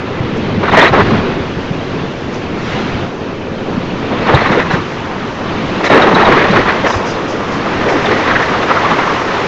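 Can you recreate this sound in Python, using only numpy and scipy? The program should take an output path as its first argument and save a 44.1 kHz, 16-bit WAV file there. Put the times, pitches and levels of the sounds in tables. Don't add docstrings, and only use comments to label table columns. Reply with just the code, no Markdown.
import sys
import numpy as np
from scipy import signal
from scipy.fft import rfft, irfft, next_fast_len
from scipy.io import wavfile
from scipy.ndimage import uniform_filter1d, map_coordinates

SR = 44100
rng = np.random.default_rng(int(sys.argv[2]) if len(sys.argv) > 2 else 0)


def invert_db(level):
    return 10 ** (np.asarray(level, dtype=float) / 20)


def digitize_waveform(pressure):
    field = np.atleast_2d(pressure).T
    bounded = np.clip(field, -1, 1)
    quanta = np.round(bounded * 32767).astype(np.int16)
    wavfile.write(sys.argv[1], SR, quanta)


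N = 417627

# time_s, weight_db, tread_roughness_db
WAGONS = [(0, -22, -48.5), (1, -16, -44.5), (1.9, -22, -46), (2.55, -22.5, -46.5), (2.68, -19, -40),
          (2.93, -19.5, -43.5), (3.15, -23, -48), (3.5, -24, -48.5), (4.4, -18, -43), (5.2, -25.5, -45),
          (6.2, -17.5, -39), (7.4, -23.5, -42), (8.1, -19.5, -38.5), (9.47, -25, -37)]
# frequency_hz, level_db
RUMBLE_SPECTRUM = [(20, -6), (55, -13.5), (68, -5.5), (90, -1.5), (200, 1), (400, -4), (550, -13),
                   (800, -32.5), (1500, -68)]
# frequency_hz, level_db
RAIL_SPECTRUM = [(260, -31.5), (480, -8), (1000, -10), (1700, -13), (2700, -15), (3900, -21.5), (4500, -25),
                 (6000, -49.5), (9000, -120)]
# frequency_hz, level_db
HISS_SPECTRUM = [(2470, -24), (4200, -9.5), (4920, 7.5), (5310, 5), (5870, 4), (7400, -1.5), (9620, -35.5),
                 (16300, -120)]
# start_s, peak_db, hold_s
SCRAPES = [(0.355, -43, .012), (.73, -41.5, 0.01), (2.324, -44, 0.029), (2.682, -57, 0.045),
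           (4.497, -45, 0.031), (4.71, -40, 0.03), (5.836, -29.5, 0.018), (6.853, -36.5, 0.065),
           (6.927, -39, .04), (7.05, -37, 0.054), (7.274, -40.5, .04), (7.51, -46, 0.035),
           (7.88, -40.5, .06), (8.166, -50.5, 0.023), (8.397, -47.5, 0.029)]
# pitch_hz, level_db
FLANGE_MODES = [
    (4880, -33.5),
    (5750, -39),
    (6150, -44),
]
# time_s, strength_db, eddy_size (0 large, 2 small)
WIND = [(0, -27.5, 0.92), (0.55, -27, -0.36), (0.75, -14, 1.4), (1.05, -17.5, 0.36), (1.5, -29.5, -0.0058),
        (2.5, -29.5, 0.18), (2.8, -29, 1.04), (3.2, -28.5, -0.11), (4.1, -27, 0.24), (4.4, -12.5, 1.4),
        (4.9, -27, 0.9), (5.7, -25.5, 0.29), (6.05, -10.5, 0.72), (6.5, -14, 1.13), (7.2, -23, 0.44),
        (8.1, -19, 1.17), (8.9, -17, 0.84), (9.47, -18, 0.75)]
# start_s, hold_s, strength_db, eddy_size (0 large, 2 small)
SWELLS = [(0.621, 0.069, -17, 1), (0.71, 0.14, -10, 0.88), (0.75, 0.13, -8.5, 2.5),
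          (0.92, 0.092, -11.5, 0.97), (1.06, 0.14, -23.5, 2.4), (1.09, 0.066, -17, 0),
          (4.098, 0.035, -16.5, 0), (4.252, 0.17, -16.5, 0.99), (4.287, 0.07, -15.5, 0),
          (4.407, 0.22, -16, 2.7), (4.477, 0.12, -16, 0), (4.691, 0.075, -17, 0.85), (5.824, 0.2, -14, 1.7),
          (5.895, 0.035, -11, 2.2), (5.894, 0.085, -10, 0.36), (6.108, 0.11, -11.5, 0),
          (6.178, 0.24, -16, 1.7), (6.248, 0.06, -10.5, 0.21), (6.298, 0.3, -17, 0),
          (6.308, 0.23, -19.5, 1.8), (6.553, 0.013, -9, 1.3), (6.667, 0.047, -16, 2),
          (6.821, 0.14, -21, 0.5), (6.841, 0.025, -15.5, 2), (7.809, 0.2, -17, 0.34), (8.034, 0.26, -22, 2),
          (8.064, 0.14, -16.5, 0.2), (8.233, 0.2, -17, 0.86), (8.687, 0.032, -15, 1.2),
          (8.797, 0.24, -17, 1.2)]
# centre_hz, width_hz
EDDY_BANDS = [
    (430, 490),
    (1080, 920),
    (1850, 1030),
]
# centre_hz, width_hz, level_db (relative to them)
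GRILLE_CAVITY = (3570, 520, -26)
# start_s, peak_db, pitch_hz, length_s
THUMPS = [(0.197, -6, 134, 0.023), (0.372, -10, 221, 0.04), (0.567, -2.5, 192, 0.03), (0.9, 0, 125.6, 0.03),
          (1.105, -3.5, 227, 0.05), (1.401, -10, 129, 0.015), (1.566, -2.5, 150, 0.023),
          (1.704, -3, 153, 0.023), (2.939, -7, 104, 0.023), (3.499, -14, 172, 0.031),
          (3.769, -2, 227, 0.021), (4.109, -10.5, 200, 0.046), (4.331, 5, 131.7, 0.042),
          (4.495, -3, 205, 0.03), (4.727, -2.5, 170.4, 0.03), (5.899, -3.5, 206, 0.033),
          (6.12, -4, 267, 0.044), (6.495, 0, 195, 0.03), (6.952, -6, 94.4, 0.032), (8.146, -5, 241, 0.035),
          (8.409, -18, 198, 0.027), (8.911, -4.5, 234, 0.034)]
# centre_s, depth_db (below 0 a slight lift), width_s
LULLS = [(0.621, 1, 0.023), (0.712, 8, 0.014), (0.763, 3, 0.028), (0.912, 6, 0.011), (1.04, 4, 0.034),
         (4.25, 2.5, 0.026), (4.404, 3, 0.03), (4.484, 3, 0.017), (4.643, 1.5, 0.029), (4.693, 5, 0.021),
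         (5.823, 9, 0.015), (5.889, 9, 0.014), (6.106, 4, 0.011), (6.244, 6.5, 0.017), (6.31, 2, 0.019),
         (6.533, 2, 0.041), (6.649, 4, 0.019), (6.828, 3, 0.019), (6.92, 7.5, 0.019), (8.253, 2.5, 0.042),
         (8.381, 3, 0.029), (8.687, -1, 0.018), (8.756, -3, 0.017), (8.874, 0, 0.016)]
# start_s, peak_db, eddy_pitch_hz
PUFFS = [(.628, -3.5, 1180), (.689, 1, 1250), (.731, 3.5, 816), (.772, 13, 698), (.824, 5, 945),
         (.974, 1.5, 598), (4.214, -3.5, 704), (4.335, 7, 668), (4.415, 2.5, 514), (4.454, 2, 1164),
         (4.704, -0.5, 1550), (5.803, 1.5, 790), (5.899, 3.5, 546), (6.012, 2, 1086), (6.066, 5.5, 954),
         (6.185, 2, 720), (6.322, 2.5, 990), (6.483, 1.5, 1030), (6.614, -2.5, 1100), (6.657, 1, 1000),
         (6.864, 2, 1210), (6.9, 4, 1030), (6.937, 2, 970), (7.92, 0.5, 780), (8.047, -1.5, 745),
         (8.273, 0.5, 1340), (8.399, -2, 1080), (8.626, 0.5, 1130), (8.915, 3, 1134), (9.14, -5.5, 1226)]
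# start_s, peak_db, pitch_hz
WHISTLES = [(.707, -18, 3640), (.809, -5, 3540), (.834, -10, 3920), (.876, -12.5, 3930), (4.259, -21, 3720),
            (4.3425, -3, 3760), (4.409, -17.5, 4200), (4.48, -18, 3940), (4.515, -18.5, 3640),
            (4.704, -21.5, 3870), (5.861, -12.5, 3920), (5.897, -19, 3800), (5.941, -17, 3860),
            (6.017, -9.5, 3760), (6.685, -22, 4200), (6.142, -9.5, 3920), (6.213, -17.5, 3910),
            (6.247, -14, 3800), (6.507, -16, 3870), (6.921, -17, 3800), (8.053, -14, 3560)]
# start_s, peak_db, eddy_pitch_hz
RIPPLES = [(.858, -1.5, 1100), (4.125, -7, 266), (4.286, -1.5, 800), (4.59, -1.5, 1890), (4.732, -3, 1540),
           (5.854, -3.5, 1960), (5.944, 4.5, 513), (6.112, 1.5, 505), (6.226, 4, 788), (6.254, 2, 603),
           (6.36, -2.5, 1086), (6.684, 2, 1570), (6.838, -2.5, 600), (7.88, -2.5, 2200), (8.11, -3, 1800),
           (8.3, 1, 1540), (8.35, 2.5, 1690), (8.42, -1, 1700), (8.702, 2, 1000), (8.766, 0.5, 1290),
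           (8.825, -2, 863), (8.98, -2, 1200), (9.066, -2.5, 1030), (9.1, -3, 1240)]
# frequency_hz, gain_db
WINDSCREEN = [(60, -10.5), (110, 8), (1400, -2), (1950, -1), (2250, -3), (2900, -3), (3800, -1), (4300, -1),
              (4700, -11.5), (7000, -15.5)]
# frequency_hz, gain_db
TAPE_RESPONSE = [(6300, 1), (7200, -4), (7800, -9.5), (8300, -15), (8800, -91.5)]


def unit(x):
    return x / np.sqrt(np.mean(x ** 2) + 1e-20)


def smooth_rms(x):
    return np.sqrt(np.abs(uniform_filter1d(x ** 2, size=500)))


def curves(rows):
    time_s, *columns = np.transpose(rows)
    t = np.arange(N) / SR
    return [np.interp(t, time_s, column) for column in columns]


def wobble(rate_hz):
    knots = rng.standard_normal(int(N * rate_hz / SR) + 4)
    return map_coordinates(knots, [np.arange(N) * rate_hz / SR])


def filtered(x, response):
    m = next_fast_len(len(x) + 8192)
    spectrum = rfft(x, m) * response(np.fft.rfftfreq(m, 1 / SR))
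    return irfft(spectrum, m)[:len(x)]


def colour(points):
    f, db = np.transpose(points)
    return lambda hz: invert_db(np.interp(np.log(hz + 1), np.log(f + 1), db))


def resonance(centre_hz, width_hz):
    def response(f):
        damping = 1j * f * width_hz
        return (damping / (centre_hz ** 2 - f * f + damping)) ** 2
    return response


def rush(response, patchy_db):
    z = signal.stft(rng.standard_normal(N), nperseg=512)[2]
    field = uniform_filter1d(rng.standard_normal(z.shape), size=4, axis=0)
    field = uniform_filter1d(field, size=5, axis=1)
    noise = signal.istft(z * invert_db(patchy_db * unit(field)), nperseg=512)[1][:N]
    return unit(filtered(noise, response))


def swell(start_s, hold_s, attack_s, release_s):
    t = np.arange(N) / SR - start_s
    return np.clip(t / attack_s, 0, 1) * np.exp(-np.clip(t - hold_s, 0, None) / release_s)


def flange_squeal(scrape):
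    def modes(f):
        return sum(invert_db(db) * resonance(hz, 30)(f) for hz, db in FLANGE_MODES)
    tone = unit(filtered(rng.standard_normal(N), modes))
    t = np.arange(N) / SR
    near = np.exp(-((t - 6.99) / 0.17) ** 4)
    return scrape * invert_db(-0.5 + 2.2 * wobble(28)) * near * tone


def train():
    rumble_db, tread_db = curves(WAGONS)
    rail_db = -24.5 + 0.6 * (rumble_db - rumble_db.mean()) + 0.72 * (tread_db - tread_db.mean())
    scrape = sum(invert_db(db) * swell(start_s, hold_s, attack_s=0.021, release_s=0.02)
                 for start_s, db, hold_s in SCRAPES)
    tread = invert_db(tread_db) + scrape
    throb = wobble(9)
    rumble = invert_db(rumble_db + 1.6 * throb) * rush(colour(RUMBLE_SPECTRUM), patchy_db=-0.5)
    rail = invert_db(rail_db + 1.3 * throb) * rush(colour(RAIL_SPECTRUM), patchy_db=1.73)
    hiss = tread * invert_db(0.34 * wobble(4.7)) * rush(colour(HISS_SPECTRUM), patchy_db=-0.5)
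    return rumble + rail + hiss + flange_squeal(scrape)


def eddy_gains():
    neighbour_db = 6
    sizes = np.arange(len(EDDY_BANDS))[:, None]

    def power_share(db, size):
        return invert_db(db - neighbour_db * (sizes - size) ** 2) ** 2

    power = power_share(*curves(WIND))
    for start_s, hold_s, db, size in SWELLS:
        envelope = swell(start_s, hold_s, attack_s=0.016, release_s=0.016)
        power = power + power_share(db, size) * envelope ** 2
    return invert_db(3.5) * np.sqrt(power)


def gusts():
    flutter, rattle, gains = wobble(30), wobble(140), eddy_gains()
    sound = np.zeros(N)
    for gain, (hz, width_hz) in zip(gains, EDDY_BANDS):
        own_flutter = wobble(45)
        lumps = unit(invert_db(0.16 * flutter + 1.0 * own_flutter + 1.2 * rattle))
        sound += invert_db(-3.5) * gain * lumps * rush(resonance(hz, width_hz), patchy_db=1.56)
    hz, width_hz, below_db = GRILLE_CAVITY
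    ringing = rush(resonance(hz, width_hz), patchy_db=4)
    return sound + gains[-1] * invert_db(below_db + 2 * flutter) * ringing


def thumps():
    sound, t = np.zeros(N + SR), np.arange(SR // 4) / SR
    phases = rng.uniform(0, 2 * np.pi, (len(THUMPS), 2))
    for (start_s, db, hz, length_s), phase in zip(THUMPS, phases):
        swing = np.sin(2 * np.pi * hz * t + phase[0])
        swing += 0.54 * np.sin(2 * np.pi * 0.63 * hz * t + phase[1])
        push = np.sin(np.pi * np.clip(t / length_s, 0, 1)) ** 2
        sound[round(start_s * SR):][:len(t)] += invert_db(db - 5.5) * push * swing
    return sound[:N]


def lulls():
    t = np.arange(N) / SR
    depth_db = sum(db * np.exp(-(2 * (t - s) / width_s) ** 2) for s, db, width_s in LULLS)
    return invert_db(-1.3 * depth_db)


def bursts(rows, length_s, spread, crest_db, rise_s):
    sound, t = np.zeros(N + SR), np.arange(SR // 8) / SR
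    shape = (1 - np.exp(-t / rise_s)) * np.exp(-(t / length_s) ** 3)
    air = rng.standard_normal((len(rows), len(t)))
    for (start_s, db, hz), noise in zip(rows, air):
        band = unit(filtered(noise, resonance(hz, spread * hz)))
        sound[round(start_s * SR):][:len(t)] += invert_db(db - crest_db) * shape * band
    return sound[:N]


def puffs():
    broad = bursts(PUFFS, length_s=0.016, spread=0.83, crest_db=13.0, rise_s=0.00065)
    whistles = bursts(WHISTLES, length_s=0.016, spread=0.073, crest_db=6.5, rise_s=0.0024)
    ripples = bursts(RIPPLES, length_s=0.024, spread=0.4, crest_db=11.5, rise_s=0.003)
    return broad + whistles + ripples


def scene():
    push = thumps()
    pinned = 1 / (1 + 0.5 * smooth_rms(push))
    wind = filtered(lulls() * pinned * gusts() + puffs(), colour(WINDSCREEN))
    return (train() + wind + push)[None]


def band_limit(x):
    return signal.sosfilt(signal.butter(12, 12900, fs=SR, output="sos"), x)


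def record(dry):
    sound = dry[0]
    treble_level = smooth_rms(filtered(sound, resonance(1300, 2300)))
    heave = smooth_rms(sound)
    lift = np.maximum(3.2 * (treble_level - 0.14), 1.8 * (heave - 0.29))
    ceiling = np.clip(0.325 + lift, 0.325, 0.93)
    flat = sound / (1 + np.abs(sound / ceiling) ** 7) ** (1 / 7)
    taped = filtered(flat, colour(TAPE_RESPONSE))[None]
    mix = np.clip(taped, -1, 1)
    return band_limit(mix)


dry = scene()
out = record(dry)
digitize_waveform(out)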